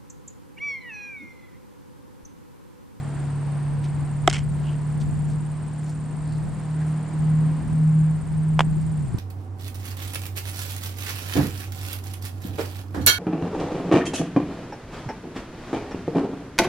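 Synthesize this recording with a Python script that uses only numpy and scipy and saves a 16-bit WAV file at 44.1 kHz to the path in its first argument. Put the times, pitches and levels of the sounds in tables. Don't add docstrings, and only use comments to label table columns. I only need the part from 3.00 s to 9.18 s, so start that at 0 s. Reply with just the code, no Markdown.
import sys
import numpy as np
from scipy.fft import rfft, irfft, next_fast_len
from scipy.io import wavfile
from scipy.ndimage import map_coordinates

SR = 44100
rng = np.random.default_rng(int(sys.argv[2]) if len(sys.argv) > 2 else 0)


def waveform_to_disk(signal):
    frames = np.transpose(np.atleast_2d(signal))
    scaled = np.clip(frames, -1, 1) * 32767
    samples = np.round(scaled).astype(np.int16)
    wavfile.write(sys.argv[1], SR, samples)


N = 272755


def amp(db):
    return 10 ** (np.asarray(db) / 20)


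def unit(x):
    return x / np.sqrt(np.mean(x ** 2) + 1e-20)


def clock():
    return np.arange(N) / SR


def curve(rows):
    times, values = np.transpose(rows)
    return np.interp(clock(), times, values)


def along(points, hz):
    f, v = np.transpose(points)
    return np.interp(np.log(hz + 1), np.log(f), v)


def wobble(rate):
    knots = rng.standard_normal(int(N * rate / SR) + 4)
    return map_coordinates(knots, [clock() * rate])


def filtered(x, response):
    size = next_fast_len(x.shape[-1] + 8192)
    hz = np.fft.rfftfreq(size, 1 / SR)
    return irfft(rfft(x, size) * response(hz), size)[..., :x.shape[-1]]


def bell(hz, centre_hz, octaves):
    return 1 / (1 + (np.log2((hz + 1) / centre_hz) / octaves) ** 2)


def noise(spectrum, side):
    mid, wide = filtered(rng.standard_normal((2, N)), lambda hz: amp(along(spectrum, hz)))
    wide = filtered(wide, lambda hz: amp(along(side, hz)))
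    return unit(np.array([mid + wide, mid - wide]))


def panned(x, left_db):
    return x * amp([[left_db / 2], [-left_db / 2]])


def add(track, s, sound):
    part = track[round(s * SR):][:len(sound)]
    part += sound[:len(part)]


def thump(modes):
    t = np.arange(SR // 20) / SR
    out = np.zeros(len(t))
    for hz, db, swell in modes:
        envelope = t / swell * np.exp((1 - (t / swell) ** 2) / 2)
        out += amp(db) * envelope * np.sin(2 * np.pi * hz * t)
    return out


def burst(t60, attack):
    t = np.arange(SR // 4) / SR
    return (1 - np.exp(-t / attack)) * np.exp(-np.log(1000) * t / t60)


def beating():
    # (time [s], amplitude ratio [0-1])
    beat_depth = [(2.3, 0.01), (4.1, 0.56), (5.25, 0.7), (5.8, 0.08)]
    null_s, null_hz, slowing_hz_per_s = 5.25, 1.53, .32
    t = clock() - null_s
    beats = null_hz * t - slowing_hz_per_s * t ** 2 / 2
    return np.abs(1 - curve(beat_depth) * np.exp(2j * np.pi * beats))


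def engine():
    # (time [s], firing rate [Hz])
    engine_speed = [(0, 142.3), (1.3, 146.5), (2.5, 150.8), (3.6, 153.8), (4.7, 155.9), (5.93, 157.3),
                    (6.02, 147.5), (6.07, 132.2), (6.18, 107.7)]
    # (time [s], level [dB])
    engine_level = [(0, -31.5), (.4, -25), (1.6, -26), (2.3, -24.5), (2.6, -30), (3.55, -28), (4.35, -22),
                    (5, -20.5), (6.02, -24), (6.1, -34)]
    # (multiple of the firing rate, level before load [dB], left over right [dB])
    exhaust = [(.5, -46, -0.5), (.75, -40, -2), (1.25, -44, -1), (1.5, -48.5, 3), (1.75, -47.5, 1),
               (2, -59, -1), (3.25, -59, 3.5), (6.25, -65.5, -3), (6.75, -62.5, -7.5)]
    # (time [s], gain [dB])
    engine_load = [(0, -3), (2.1, -3), (2.9, -2.5), (4.8, 1.5), (5.4, -10.5), (6.18, -19)]
    flutter_db = 0.72
    phase = 2 * np.pi * np.cumsum(curve(engine_speed)) / SR
    swell = amp(curve(engine_level) + flutter_db * wobble(28)) * beating()
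    out = panned(swell * unit(np.sin(phase)), left_db=-0.64)
    for order, db, left_db in exhaust:
        order = round(order * 4) / 4
        tone = np.sin(order * phase + 1.1 * wobble(7))
        line = unit(amp(3.0 * wobble(6)) * tone)
        out += panned(amp(db + curve(engine_load)) * line, left_db)
    return out


def wing_strokes(rate, scatter, length, top_hz, crest, droop, size_db, port_phase):
    u = np.linspace(0, 1, int(length * SR))
    pitch = top_hz * (1 - droop * (u - crest) ** 2)
    song = np.zeros(N, complex)
    strokes = rng.standard_normal((int(rate * N / SR) + 1, 3))
    for k, (late, size, detune) in enumerate(strokes):
        phase = 2 * np.pi * np.cumsum(pitch * (1 + .002 * detune)) / SR
        stroke = amp(size_db * size) * np.sin(np.pi * u) * np.exp(1j * phase)
        start = max(0, (k + .5 + scatter * late) / rate)
        add(song, start, stroke)
    shifted = song * np.exp(1j * port_phase)
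    return unit(np.array([song.real, shifted.real]))


def bouts():
    level_db, swing_db = -63, 1.5
    peak_s, period_s = 3.96, 1
    rest_s, rest_spread_s, rest_db = 0.68, .13, -19
    swell = swing_db * np.cos(2 * np.pi * (clock() - peak_s) / period_s)
    rest = rest_db * np.exp(-((clock() - rest_s) / rest_spread_s) ** 2 / 2)
    return amp(level_db + swell + rest + 1.4 * wobble(5.6))


def insects():
    near = wing_strokes(rate=18.52, scatter=.012, length=.02, top_hz=8785,
                        crest=.42, droop=.1, size_db=1, port_phase=1.9)
    far = wing_strokes(rate=17.8, scatter=.05, length=.026, top_hz=8420,
                       crest=.3, droop=.13, size_db=2.5, port_phase=1.6)
    ticks = wing_strokes(rate=61, scatter=0.2, length=0.0069, top_hz=7504,
                         crest=-0.35, droop=.045, size_db=2.5, port_phase=0.91)
    chorus = noise([(6500, -35.5), (7300, -8.5), (8300, 2), (8700, -5.5), (9100, -22),
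                    (10500, -31.5), (12000, -44.5)], [(8000, 0.84)])
    crickets = panned(amp(-56.8) * near, left_db=-2) + panned(amp(-62.5) * far, left_db=3)
    return crickets + bouts() * ticks + amp(-62) * chorus


def breeze():
    # (time [s], level [dB])
    wind_level = [(0, -40), (.9, -34), (1.62, -30.5), (1.85, -36), (2.05, -27), (2.55, -37), (2.8, -42),
                  (3.2, -39.5), (3.45, -31.5), (3.96, -51.5), (4.2, -32.5), (5.1, -34), (5.7, -28.5),
                  (6.15, -31)]
    # (frequency [Hz], relative level per Hz [dB])
    buffet = [(20, -17), (40, -7.5), (80, -5.5), (130, -3.5), (200, -8), (300, -24), (500, -33.5),
              (1200, -63.5)]
    # (frequency [Hz], relative level per Hz [dB])
    air = [(60, -5.5), (300, 6.5), (430, -0.5), (560, -3.5), (720, 0), (1020, -2), (1200, -6), (1800, -9),
           (2600, -16), (3800, -23), (4500, -21.5), (5700, -29.5), (9000, -22.5), (10800, -37.5),
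           (13200, -45)]
    # (frequency [Hz], side over mid [dB])
    air_side = [(200, -2.5), (800, -9), (2000, -9.5), (5000, -4), (9000, -0.5), (13000, -5)]
    field_db, gust_db = -42, 1
    drift = 0.48 * wobble(8) + 1.5 * wobble(0.97)
    rush = amp(field_db + drift) * noise(air, air_side)
    lumps = noise(buffet, [(30, 1.7), (70, 0.86), (140, 1.4), (250, 0.36)])
    gusts = amp(curve(wind_level) + gust_db * wobble(9))
    return rush + panned(gusts * lumps, left_db=5.5)


def scuffs():
    # (time [s], level [dB], Gaussian spread [s], brightest frequency [Hz], half width [octaves])
    shuffles = [(0.849, -49.5, 0.012, 2690, 0.88), (1.688, -51, 0.032, 2880, 0.15),
                (2.016, -51, 0.011, 3900, 0.91), (2.313, -57, 0.017, 6440, 1), (2.885, -58, 0.037, 6500, 1),
                (3.323, -62, 0.05, 4440, 0.19), (3.817, -48.5, 0.013, 1790, 0.28),
                (3.888, -60, 0.024, 9400, .4)]
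    rustle_db, rustle_swing_db, rustle_hz = -66.5, 2, 4500
    grain = amp(2.5 * wobble(300))
    grit = grain * noise([(8500, 0.5), (11000, -6.5), (13500, -13)], [(1000, -13.5)])

    def rub(bright_hz, octaves):
        return unit(filtered(grit, lambda hz: bell(hz, bright_hz, octaves)))

    out = amp(rustle_db) * unit(amp(rustle_swing_db * wobble(5)) * rub(rustle_hz, 1))
    for s, db, spread, bright_hz, octaves in shuffles:
        swell = np.exp(-((clock() - s) / spread) ** 2 / 2)
        out += amp(db) * swell * rub(bright_hz, octaves)
    return out


def pop(contacts, modes, crack_t60, tail_db, tail_t60):
    # (frequency [Hz], relative level per Hz [dB])
    crack_colour = [(200, -16), (900, -7.5), (2200, 2), (3500, 2.5), (4100, -11.5), (4900, -8), (5400, 2),
                    (6600, -8), (7700, -2), (9500, -23), (11800, -23), (13500, -37.5)]
    pocket, crack, tail = np.zeros((3, N))
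    for s, thump_db, crack_db in contacts:
        add(pocket, s, amp(thump_db) * thump(modes))
        add(crack, s, amp(crack_db) * burst(crack_t60, attack=.00018))
        add(tail, s, amp(thump_db + tail_db) * burst(tail_t60, attack=0.00057))
    face = noise(crack_colour, [(1000, -1), (8000, -8)])
    scatter = noise([(200, 3.5), (800, 1), (2800, -6.5), (4300, -16.5), (8000, -18.0), (13000, -41.0)],
                    [(1000, -11.5)])
    return pocket + crack * face + tail * scatter


def crackle():
    # (time [s], level [dB])
    flexing = [(1.283, -70), (1.290, -37.5), (1.326, -45), (1.333, -34.5), (1.350, -34.5), (1.39, -44.5),
               (1.45, -72)]
    # (time [s], leather level [dB], grit level [dB])
    snaps = [(1.2984, -24, -16), (1.3026, -25.5, -24.5), (1.3118, -19.5, -31), (1.3285, -18, -20.5),
             (1.335, -29, -22), (1.359, -30, -38), (1.366, -25.5, -40)]
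    # (frequency [Hz], width at half amplitude [Hz], relative level [dB])
    leather = [(1400, 400, -8), (2150, 550, 0), (3050, 550, 0)]
    # (frequency [Hz], relative level per Hz [dB])
    grit_colour = [(300, -1), (1200, -1), (3000, -27), (4100, -3), (5300, 0.5), (6400, -4), (7500, -1.5),
                   (9500, -10), (11500, -34.5)]
    snap_t60 = 0.0082
    flex_grit_db, flex_rough_db = -5, 3.5
    active = (clock() > flexing[0][0]) * (clock() < flexing[-1][0])
    flex = amp(curve(flexing) + flex_rough_db * wobble(400)) * active
    tick = amp(flex_grit_db) * flex
    for s, leather_db, grit_db in snaps:
        add(flex, s, amp(leather_db) * burst(snap_t60, attack=.0003))
        add(tick, s, amp(grit_db) * burst(snap_t60, attack=0.00036))

    def hide(f):
        return sum(amp(db) / (1 + (2 * (f - hz) / width) ** 2) for hz, width, db in leather)

    ring = unit(filtered(noise([(1000, 0)], [(1000, -14.5)]), hide))
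    grit = unit(amp(0.89 * wobble(1100)) * noise(grit_colour, [(1000, -22), (8000, -9.5)]))
    return flex * ring + tick * grit


def bump():
    # (time [s], level [dB])
    knocks = [(6.1429, -18)]
    # (frequency [Hz], relative level [dB], swell time [s])
    body = [(110, -0.5, 0.0046), (270, -9, 0.0032)]
    out = np.zeros(N)
    for s, db in knocks:
        add(out, s, -amp(db) * thump(body))
    return panned(out, left_db=-15.5)


def scene():
    # (time [s], thump level [dB], crack level [dB])
    catch_contacts = [(1.2752, -24, -20), (1.2760, 0, -9.5)]
    # (time [s], thump level [dB], crack level [dB])
    return_contacts = [(5.5925, 0.5, -16.5), (5.6060, 1.3, -23)]
    # (frequency [Hz], relative level [dB], swell time [s])
    mitt = [(356, -13.5, 0.0046), (713, -5.5, 0.0036), (1240, -9.5, 0.0021), (2040, -15.5, 0.0026),
            (2820, -17.5, 0.0011), (3400, -25.5, 0.0022)]
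    # (frequency [Hz], relative level [dB], swell time [s])
    glove = [(700, -27, 0.0013), (940, -5, 0.001), (1275, -12.5, 0.00093), (2480, -15.5, 0.00076),
             (2754, -18, 0.00086), (3360, -20.5, 0.0014)]
    background = engine() + insects() + breeze() + scuffs()
    catch = pop(catch_contacts, mitt, crack_t60=.012, tail_db=-31, tail_t60=.1) + crackle()
    back = pop(return_contacts, glove, crack_t60=0.0091, tail_db=-21.5, tail_t60=0.044)
    return background + panned(catch, left_db=-1) + panned(back, left_db=-1.0) + bump()


def record(dry):
    top_hz = 13900
    return filtered(np.clip(dry, -1, 1), lambda hz: hz < top_hz)


dry = scene()
out = record(dry)
waveform_to_disk(out)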